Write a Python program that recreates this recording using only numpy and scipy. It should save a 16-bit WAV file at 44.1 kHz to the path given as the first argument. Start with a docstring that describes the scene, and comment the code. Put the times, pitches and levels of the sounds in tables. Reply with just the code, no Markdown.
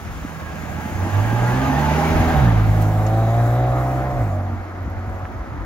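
"""Wind buffets a two-port microphone over the far wash of a lane as a six-cylinder sports car pulls away.
Its exhaust pulses hum and rasp, and brief drones swell over engine roar and tyre hiss.
The car shifts up at about 2.4 s and rolls past; grit crackles and the roar turns duller.
It shifts up again at about 4.2 s and fades down the lane, leaving wind and a few ticks."""
import sys
import numpy as np
from scipy import signal
from scipy.io import wavfile
from scipy.ndimage import uniform_filter1d

SR = 44100
rng = np.random.default_rng(int(sys.argv[2]) if len(sys.argv) > 2 else 0)


def dump_mix(stems):
    """Bounce the given channels to the path in sys.argv[1] as a 16-bit WAV at rate SR."""
    frames = np.atleast_2d(stems).T  # one column per channel
    limited = np.clip(frames, -1, 1)  # hard clip at full scale
    pcm = np.round(limited * 32767).astype(np.int16)
    wavfile.write(sys.argv[1], SR, pcm)


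N = 249165
T = np.arange(N) / SR
COARSE = T[::64]  # time grid for slow changes


def gain_of(db):
    """Decibels to gain."""
    return 10 ** (np.asarray(db) / 20)


def play(rows, t):
    """Each column of a time table at times t."""
    times, *columns = np.transpose(rows)
    return [np.interp(t, times, column) for column in columns]


def read(rows, hz, column=1):
    """One column of a frequency table at hz, on a log scale."""
    columns = np.transpose(rows)
    return np.interp(np.log(hz + 1), np.log(columns[0] + 1), columns[column])


def drift(size, count):
    """Smooth random curves on the coarse grid, changing over about size samples."""
    x = rng.standard_normal((count, len(COARSE)))
    x = uniform_filter1d(uniform_filter1d(x, size // 64), size // 64)
    return x / x.std(axis=1, keepdims=True)


def rear_share(t, pass_s=2.74, turn_s=.33):
    """Rises from 0 (we face the car's nose) to 1 (we face its tail)."""
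    return 1 / (1 + np.exp((pass_s - t) / turn_s))


def lean(db):
    """Left and right gains that even out after the car passes; positive db leans left."""
    tilt = gain_of(db * (1 - rear_share(T - .3)) / 2)
    return np.array([tilt, 1 / tilt])


def noise(field, patchy_db, flicker_db, size=1024):
    """Uneven stereo noise; field(hz, t) gives its tone and level in dB."""
    # stereo width, very wide near 9 kHz and centred above 12 kHz:
    # f/Hz, difference over sum/dB, share due to delay/0-1
    width = [(60, -3, 0.5), (333, -14, 0.3), (633, -1, 0.94), (1230, -7.5, 0.5), (1590, 0, 0.6),
             (4220, -2, .4), (6890, 0.5, .4), (8190, 12, .4), (8330, 38, 0.2), (8740, 41, 0),
             (9970, 1.5, 0.26), (10350, 6.5, 0), (12000, -35, 0.1)]
    hop = size // 4
    hz, t = np.fft.rfftfreq(size, 1 / SR), np.arange(N // hop + 5) * hop / SR
    a, b, c, d, patches = rng.standard_normal((len(t), len(hz), 5)).T
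    patches = uniform_filter1d(uniform_filter1d(patches, 12, axis=0), 12, axis=1)
    flicker = uniform_filter1d(rng.standard_normal(len(t)), 3)
    tone_db, level_db = field(hz, t)
    tone = gain_of(tone_db) / np.sqrt(np.sum(gain_of(tone_db) ** 2, axis=0))
    level = tone * gain_of(level_db + patchy_db * patches / patches.std() + flicker_db * flicker)
    split = np.arctan(gain_of(read(width, hz)))[:, None]  # between sum (mid) and difference (side)
    lag = np.clip(read(width, hz, column=2), 0, 1)[:, None]
    mid = a + 1j * b
    side = 1j * lag * mid + np.sqrt(1 - lag ** 2) * (c + 1j * d)  # delay sets it a quarter cycle off
    spectra = np.array([np.cos(split) * mid, np.sin(split) * side]) * level
    mid, side = signal.istft(spectra, nperseg=size, noverlap=size - hop)[1][:, :N]
    return np.array([mid + side, mid - side])


def hum(rate, phase, level_db, trims_db):
    """Exhaust pulses make five low tones, at 1 to 5 times the firing rate."""
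    # tone ahead of the car and behind it: f/Hz, level/dB
    front = [(40, -10), (60, -2), (72, -3), (82, -5.5), (100, 10.5), (122, 1.5), (145, 0), (165, -7),
             (185, -14), (240, -9), (262, -3.5), (295, -19.5), (325, -13), (410, -12.5)]
    back = [(45, 7), (53, -2.5), (60, -0.5), (66, -6.5), (92, -2.5), (118, 0), (132, -6.5), (157, -7.5),
            (180, -28.5), (210, -21.5), (235, -15.5), (265, -27), (330, -16)]
    # for each tone: lag behind the pulse/rad
    lags = (2.3, 0, -.5, 1.5, .3)
    # for each tone: base depth of shaking by gusts/dB
    depths = (1.6, 1.0, 1.5, 2.5, 2.5)
    out, rear = np.zeros(N), rear_share(COARSE)
    shakes = drift(size=1500, count=5)
    for k, trim_db, lag, depth, shake in zip(range(1, 6), trims_db, lags, depths, shakes):
        tone_db = rear * read(back, k * rate) + (1 - rear) * read(front, k * rate)
        gust_db = depth * (1 - rear + .21 * rear) * np.clip(shake, -3, 1.3)
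        level = np.sqrt(2) * gain_of(level_db + tone_db + trim_db + gust_db)
        out += np.interp(T, COARSE, level) * np.cos(k * phase - lag)
    return out


def rasp(rate, phase, level_db, uneven, odd_db):
    """High multiples of the firing rate; uneven cylinders add tones at the thirds between them."""
    # tone through the tailpipes and through the engine bay: f/Hz, level/dB
    pipe = [(200, -11), (330, -9), (440, -16), (545, -4.5), (590, -5), (630, -8.5), (672, -3), (698, 0),
            (770, -3), (820, -11), (880, -22.5), (1000, -25.5), (1250, -19), (1600, -56), (2200, -22)]
    bay = [(200, 4), (280, -6), (400, -13.5), (500, -19), (630, -8.5), (710, -18), (800, -5), (870, -5),
           (950, -9.5), (1200, -22.5), (1450, -35), (1620, -39), (1800, -38), (1950, -40)]
    out, rear = np.zeros(N), rear_share(COARSE)
    level_db = level_db + 1.5 * (1 - rear) * drift(size=1200, count=1)[0]
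    thirds = np.delete(np.arange(10, 78), [2, 5])  # multiples 4 and 5 belong to the hum
    wavers, wanders = drift(size=4000, count=len(thirds)), drift(size=3500, count=len(thirds))
    for third, waver, wander in zip(thirds, wavers, wanders):
        hz = third / 3 * rate
        share = np.clip(uneven, 0, 1) if third % 3 else gain_of(odd_db * (third % 2))
        tone_db = rear * read(pipe, hz) + (1 - rear) * read(bay, hz)
        level = share * gain_of(level_db + tone_db + (2.8 - 1.8 * rear) * waver)
        offset = (1 - .72 * rear) * wander + 2 * np.pi * rng.random()
        out += np.interp(T, COARSE, level) * np.cos(third / 3 * phase + np.interp(T, COARSE, offset))
    return out


def exhaust():
    """Hum and rasp follow the engine's speed and reach the two ports along with the drones."""
    # engine: t/s, firing rate of three cylinders/Hz, hum level/dB, rasp level/dB
    engine = [(0, 40.5, -43.5, -76.5), (.79, 39.88, -27.5, -43.5), (.9, 43.65, -33.5, -43),
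              (1.03, 47.22, -27, -37.5), (1.095, 48.38, -33, -34), (1.13, 49.3, -29.5, -41),
              (1.19, 50.57, -27, -33), (1.27, 55.6, -27, -34), (1.34, 57.65, -24, -30.5),
              (1.54, 62.27, -21.5, -27), (1.65, 68.68, -26, -26), (2.09, 80.99, -17.5, -27.5),
              (2.25, 81.9, -17.5, -23.5), (2.325, 81.65, -24.5, -25), (2.35, 75.02, -16, -21),
              (2.39, 71.64, -19, -26), (2.42, 67.55, -12.5, -24), (2.45, 59.6, -17, -22.5),
              (2.49, 56.16, -18, -26.5), (2.6, 53.17, -20, -31.5), (2.86, 52.13, -20.5, -25.5),
              (3.05, 53.5, -20, -24), (3.19, 55.9, -18, -22.5), (3.27, 56.06, -18, -24),
              (3.33, 57.6, -18.5, -24), (3.4, 58.75, -16, -24), (3.48, 58.45, -17.5, -24),
              (3.6, 61.6, -16, -23), (3.69, 61.58, -16.5, -25), (3.96, 64.43, -19, -28),
              (4.16, 65.38, -21.5, -30), (4.22, 57.4, -17, -29), (4.25, 52.35, -21.5, -38),
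              (4.31, 48.14, -19.5, -36), (4.5, 46.87, -21.5, -43.5), (4.6, 45.9, -25.5, -46),
              (4.65, 45.61, -32, -47), (5.08, 46.7, -24.5, -39.5), (5.25, 46.36, -34.5, -41),
              (5.65, 46.4, -48, -53)]
    # exhaust balance: t/s, cylinder unevenness/0-1, odd rasp tones/dB, hum tone 1/dB,
    # hum tone 3/dB, hum tones 4 and 5/dB, left minus right/dB
    balance = [(0, 0, 23.5, -29, -45, 2.5, -14), (.7, 0.85, 2.5, -10, -13, -4, -8.5),
               (1.0, .5, 2.5, -16, -21, -7, -2.5), (1.15, 0.07, 7, -5, -6.5, -9, -5),
               (1.4, 0.42, -4, -16, 1.5, -6, -4.5), (1.55, 0.35, -9, -6, 5.5, -3, -2.5),
               (1.8, 0.5, -1, 2.5, 2.5, -5, -4.5), (2.0, 0.6, -2, -2, -1, -3, -4),
               (2.17, 0.47, -4, -3, -3.5, -12, -4), (2.31, 0.53, -5, 4.5, 6.5, 7.5, -1),
               (2.36, 0.65, -10, 7, -2, -22, -2.5), (2.41, 0.28, -15, -1, 2, -13, -4),
               (2.45, 0.17, -21, -1, 10.5, -1.5, -2), (2.6, 0.39, -16, 4, 0.5, -4, -2),
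               (3.1, 0.19, -12, -7, 1, 0.5, -0.5), (3.4, 0.22, -6.5, -13, 4.5, -2, 0.5),
               (3.7, 0.04, -1.5, -10.5, -2, -4.5, -0.5), (4.15, 0.18, 2.5, -3.5, 3, -1.5, -1.5),
               (4.4, 0.2, 4, -22, -13, 1, -1), (5.65, 0.07, -25, -13, -32, -1, -0.5)]
    rate, hum_db, rasp_db = play(engine, COARSE)
    uneven, odd_db, first_db, third_db, top_db, pan_db = play(balance, COARSE)
    phase = 2 * np.pi * np.cumsum(np.interp(T, COARSE, rate)) / SR
    droning = drones()
    low = hum(rate, phase, hum_db, (first_db, 0, third_db, top_db, top_db))
    high = droning + rasp(rate, phase, rasp_db, uneven, odd_db)
    left, right = low + high * lean(db=-1.5)
    right = np.interp(T - 2.4 / SR, T, right)  # the right port is a little farther away
    tilt = gain_of(np.interp(T, COARSE, pan_db) / 2)
    return np.array([left * tilt, right / tilt])


def rings(peaks, hz):
    """The boost in dB around each pitch at which something rings."""
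    return sum(db / (1 + (2 * (hz - f) / width) ** 2) for f, width, db in peaks)


def engine_roar():
    """The engine bay's whirr gives way to the car's duller rear, with a hiss of boost."""
    # loudness of the roar: t/s, level/dB
    loudness = [(0, -36.5), (.96, -30.5), (1.16, -27.5), (1.78, -22.5), (2.34, -21.5), (2.63, -27),
                (2.94, -29), (4.04, -27.5), (4.44, -33.5), (5.65, -34)]
    # tone ahead of the car and behind it: f/Hz, level/dB
    front = [(90, -32), (200, -3), (300, -12.5), (500, -11), (820, -9.5), (1120, -14), (1870, -14),
             (2800, -21.5), (4300, -30.5), (6500, -28.5), (8500, -41.5), (10500, -35.5), (13000, -61)]
    back = [(90, -42), (180, -13.5), (320, -7), (430, -19), (700, -11.5), (1000, -13.5), (1300, -16.5),
            (2000, -22), (2800, -35.5), (4500, -42), (6500, -49.5), (9000, -48.5), (13000, -56)]
    # ringing ahead and behind: f/Hz, width/Hz, boost/dB
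    front_rings = [(629, 43, 8.5), (750, 78, 7), (1160, 59, 6.5), (1640, 83, 10.5), (2190, 52, 3),
                   (5640, 200, -16)]
    back_rings = [(3470, 140, 4), (3840, 320, 12), (4900, 160, 1)]
    # how much the ringing stands out: t/s, strength/0-1
    ringing = [(0, 0.1), (.4, 0.55), (1.2, 1), (1.75, 0.93), (2, 0), (2.3, 0.82), (2.55, 0.66), (2.9, 0),
               (3.25, 0.99), (3.6, 0.71), (3.9, 0.01), (5.65, 0.01)]

    def field(hz, t):
        rear, strength = rear_share(t), play(ringing, t)[0]
        sagged_hz = np.outer(hz, 1 + .0098 * t)  # the front ringing slowly sinks in pitch
        front_db = read(front, hz)[:, None] + strength * rings(front_rings, sagged_hz)
        back_db = read(back, hz)[:, None] + np.outer(rings(back_rings, hz), strength)
        return front_db * (1 - rear) + back_db * rear, play(loudness, t)[0]
    return lean(db=.5) * noise(field, patchy_db=.89, flicker_db=.9)


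def lane(level_db=-42):
    """The steady, far-off wash of the neighbourhood."""
    # tone of the wash: f/Hz, level/dB
    tone = [(71, -51), (120, -6.5), (164, 1.5), (316, -25), (463, -9), (726, -11.5), (941, -32),
            (1260, -5.5), (2800, -37.5), (6530, -31.5), (7500, -41), (9750, -85), (16500, -120)]
    return noise(lambda hz, t: (read(tone, hz)[:, None], level_db), patchy_db=1.2, flicker_db=.4)


def tyres(closest_s=2.2, span_s=.6, fizz_db=7):
    """Tread hisses on dusty asphalt, brightest when the car is near."""
    # loudness of the hiss: t/s, level/dB
    loudness = [(0, -49.5), (.5, -50.5), (1.2, -44), (2, -44.5), (2.42, -44), (2.55, -50.5), (2.8, -44.5),
                (3.3, -47.5), (3.54, -45), (3.65, -51.5), (3.87, -47), (4.06, -51.5), (4.25, -51),
                (4.5, -62), (4.8, -65), (5.15, -59), (5.65, -68)]
    # tone of the hiss: f/Hz, level/dB
    tone = [(2500, -23), (4500, -10.5), (7000, 0), (9000, -2), (11000, -9.5), (14500, -7), (16000, -9)]

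    def field(hz, t):
        near_db = fizz_db * np.exp(-((t - closest_s) / span_s) ** 2)
        return read(tone, hz)[:, None] + np.outer(hz > 10000, near_db), play(loudness, t)[0]
    return noise(field, patchy_db=2.3, flicker_db=1.7)


def wind():
    """Air hits the microphone: a lumpy rumble and short, single thumps."""
    # loudness of the rumble: t/s, level/dB
    loudness = [(0, -26.5), (.15, -29), (.35, -36.5), (.7, -34), (1, -27), (1.4, -24.5), (1.9, -31.5),
                (2.2, -22), (2.36, -24.5), (2.7, -21.5), (3, -29), (3.5, -31.5), (4, -28), (4.5, -35),
                (5, -32), (5.65, -30.5)]
    # tone of the rumble: f/Hz, level/dB
    tone = [(20, -47), (40, 2), (58, 28), (90, 6.5), (160, -15.5), (300, -3.5), (500, -31), (900, -58),
            (2000, -110)]
    # thumps of air: t/s, level/dB, f/Hz
    thumps = [(0.214, -23.5, 57.3), (0.248, -17, 229), (0.634, -27, 245), (0.784, -20.5, 250),
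              (0.857, -20.5, 204), (0.925, -22, 262), (1.068, -15.5, 235), (1.187, -30, 240),
              (1.25, -16.5, 196), (1.328, -13, 235), (2.089, -37, 78.3), (2.196, -9.5, 85.2),
              (4.809, -24, 89.8), (4.857, -15.5, 72.05), (4.876, -20.5, 191.5), (4.93, -33, 69.05),
              (5.075, -17, 90.1), (5.229, -20, 93.8), (5.354, -19, 68.9), (5.391, -18, 51.2),
              (5.516, -23.5, 99.8)]
    out = noise(lambda hz, t: (read(tone, hz)[:, None], play(loudness, t)[0]),
                patchy_db=2.2, flicker_db=2.6)
    for start, db, hz in thumps:
        swings = (T - start) * hz - .6  # counted from the thump's middle
        out += gain_of(db) * np.exp(-(swings / .69) ** 2) * np.cos(2 * np.pi * swings - .5)
    return out


def drones(waver_db=2.3, wander_rad=.75):
    """Brief, unsteady tones swell and fade: resonances as the car nears, exhaust overtones behind it."""
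    # drones: start t/s, length/s, first f/Hz, last f/Hz, level/dB
    tones = [(1.22, 0.38, 835, 856, -30.5), (.72, 0.34, 847, 863, -41), (1.109, 0.11, 1125, 1175, -38),
             (1.514, 0.3, 258.6, 267.2, -27), (1.56, 0.15, 1205, 1224, -34), (1.604, 0.28, 625, 640, -33),
             (1.679, 0.17, 800.3, 805, -28.5), (1.72, 0.07, 1800, 1810, -34),
             (1.783, 0.18, 858, 889, -27.5), (1.917, 0.13, 807, 821, -29), (1.966, .1, 605, 623, -30),
             (1.988, 0.23, 385.2, 408, -30), (2.059, 0.22, 619, 628, -28.5), (2.29, 0.071, 814, 814, -30),
             (2.328, 0.115, 771, 760, -26), (0.359, 0.3, 1660, 1596, -46.5), (1.243, 0.17, 1605, 1615, -39),
             (1.416, 0.09, 1617, 1623, -37.5), (1.501, 0.14, 1714, 1727, -35.5),
             (2.238, 0.12, 1582, 1595, -33.5), (2.177, 0.16, 735, 731, -31),
             (0.319, 0.27, 1095, 1070, -46.5), (.85, .1, 1160, 1145, -48), (1.119, 0.073, 1690, 1684, -41),
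             (1.24, 0.073, 1860, 1890, -41), (1.35, 0.13, 1265, 1230, -41), (1.441, 0.085, 1405, 1405, -37),
             (1.446, .07, 1920, 1970, -41), (1.758, 0.085, 1895, 1894, -40), (1.879, 0.11, 1585, 1580, -48),
             (2.028, 0.075, 2300, 2270, -38), (2.105, 0.18, 1624, 1640, -41), (2.14, .09, 1972, 1990, -41),
             (2.26, 0.075, 2025, 2080, -41), (3.069, 0.16, 1105, 1131, -43), (3.417, 0.16, 1224, 1261, -49),
             (3.641, 0.33, 1217, 1281, -42), (3.967, 0.22, 1020, 1068, -40.5),
             (4.279, 0.13, 1170, 1144, -44), (4.29, .2, 622, 608.3, -36), (4.43, .12, 760, 744, -39)]
    out = np.zeros(N)
    wavers, wanders = drift(size=900, count=len(tones)), drift(size=1500, count=len(tones))
    for (start, length, first_hz, last_hz, db), waver, wander in zip(tones, wavers, wanders):
        span = slice(round(start * SR), round((start + length) * SR))
        t = T[span]
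        progress = np.clip((t - start) / length, 0, 1)
        phase = 2 * np.pi * np.cumsum(first_hz + (last_hz - first_hz) * progress) / SR
        phase += np.interp(t, COARSE, wander_rad * wander)
        level = np.sqrt(2) * gain_of(db + waver_db * np.interp(t, COARSE, waver))
        out[span] += level * np.sin(np.pi * progress) * np.cos(phase)
    return out


def grit():
    """Grit ticks and crackles: quickly dying bursts of noise, a little different left and right."""
    # ticks: t/s, level/dB, f/Hz, width/octaves, decay time/ms
    ticks = [(2.8128, -33, 11500, .9, 4), (2.817, -37, 5500, 1.6, 12), (2.8228, -33, 12500, .7, 7),
             (2.838, -47, 6500, .5, 8), (3.064, -34, 6700, .3, 5), (3.0655, -35, 3600, 1.2, 12),
             (4.8315, -46, 12000, .8, 1.3), (4.9, -45, 13000, .6, 1.3), (4.906, -56, 12500, .6, 6),
             (4.992, -52, 6900, .3, 4), (5.097, -47, 8500, .8, 1.6), (5.1685, -53, 13500, .4, 1.5),
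             (5.252, -26, 1450, .7, 2.2)]
    out, t = np.zeros((2, N)), np.arange(3000) / SR
    for (start, db, hz, octaves, ms), hiss in zip(ticks, rng.standard_normal((len(ticks), 2, len(t)))):
        burst = hiss * np.exp(-t * 1000 / ms) * np.minimum(t * 4000 / ms, 1)
        band = signal.butter(3, [hz / 2 ** (octaves / 2), hz * 2 ** (octaves / 2)], "bandpass", fs=SR)
        burst = signal.lfilter(*band, burst)
        mid, side = gain_of(db) * burst / abs(burst).max(axis=1, keepdims=True)
        mid = signal.lfilter(*signal.iirnotch(8900, 8, SR), mid)  # very wide near 9 kHz
        side = signal.lfilter(*signal.butter(4, 10500, fs=SR), side)  # the highest treble is centred
        first = round(start * SR)
        out[:, first:first + len(t)] += mid + .65 * side * np.array([[1], [-1]])
    return out


def scene():
    """All the sounds added up, left and right."""
    return exhaust() + engine_roar() + lane() + tyres() + wind() + grit()


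def record(dry):
    """The microphone drops the deepest bass; then the highest treble is cut."""
    dry = signal.sosfilt(signal.butter(4, 42, "highpass", fs=SR, output="sos"), dry)
    lowpass = signal.firwin(511, 15880, window=("kaiser", 9), fs=SR)
    return signal.oaconvolve(dry, lowpass[None], "same")


dry = scene()
out = record(dry)
dump_mix(out)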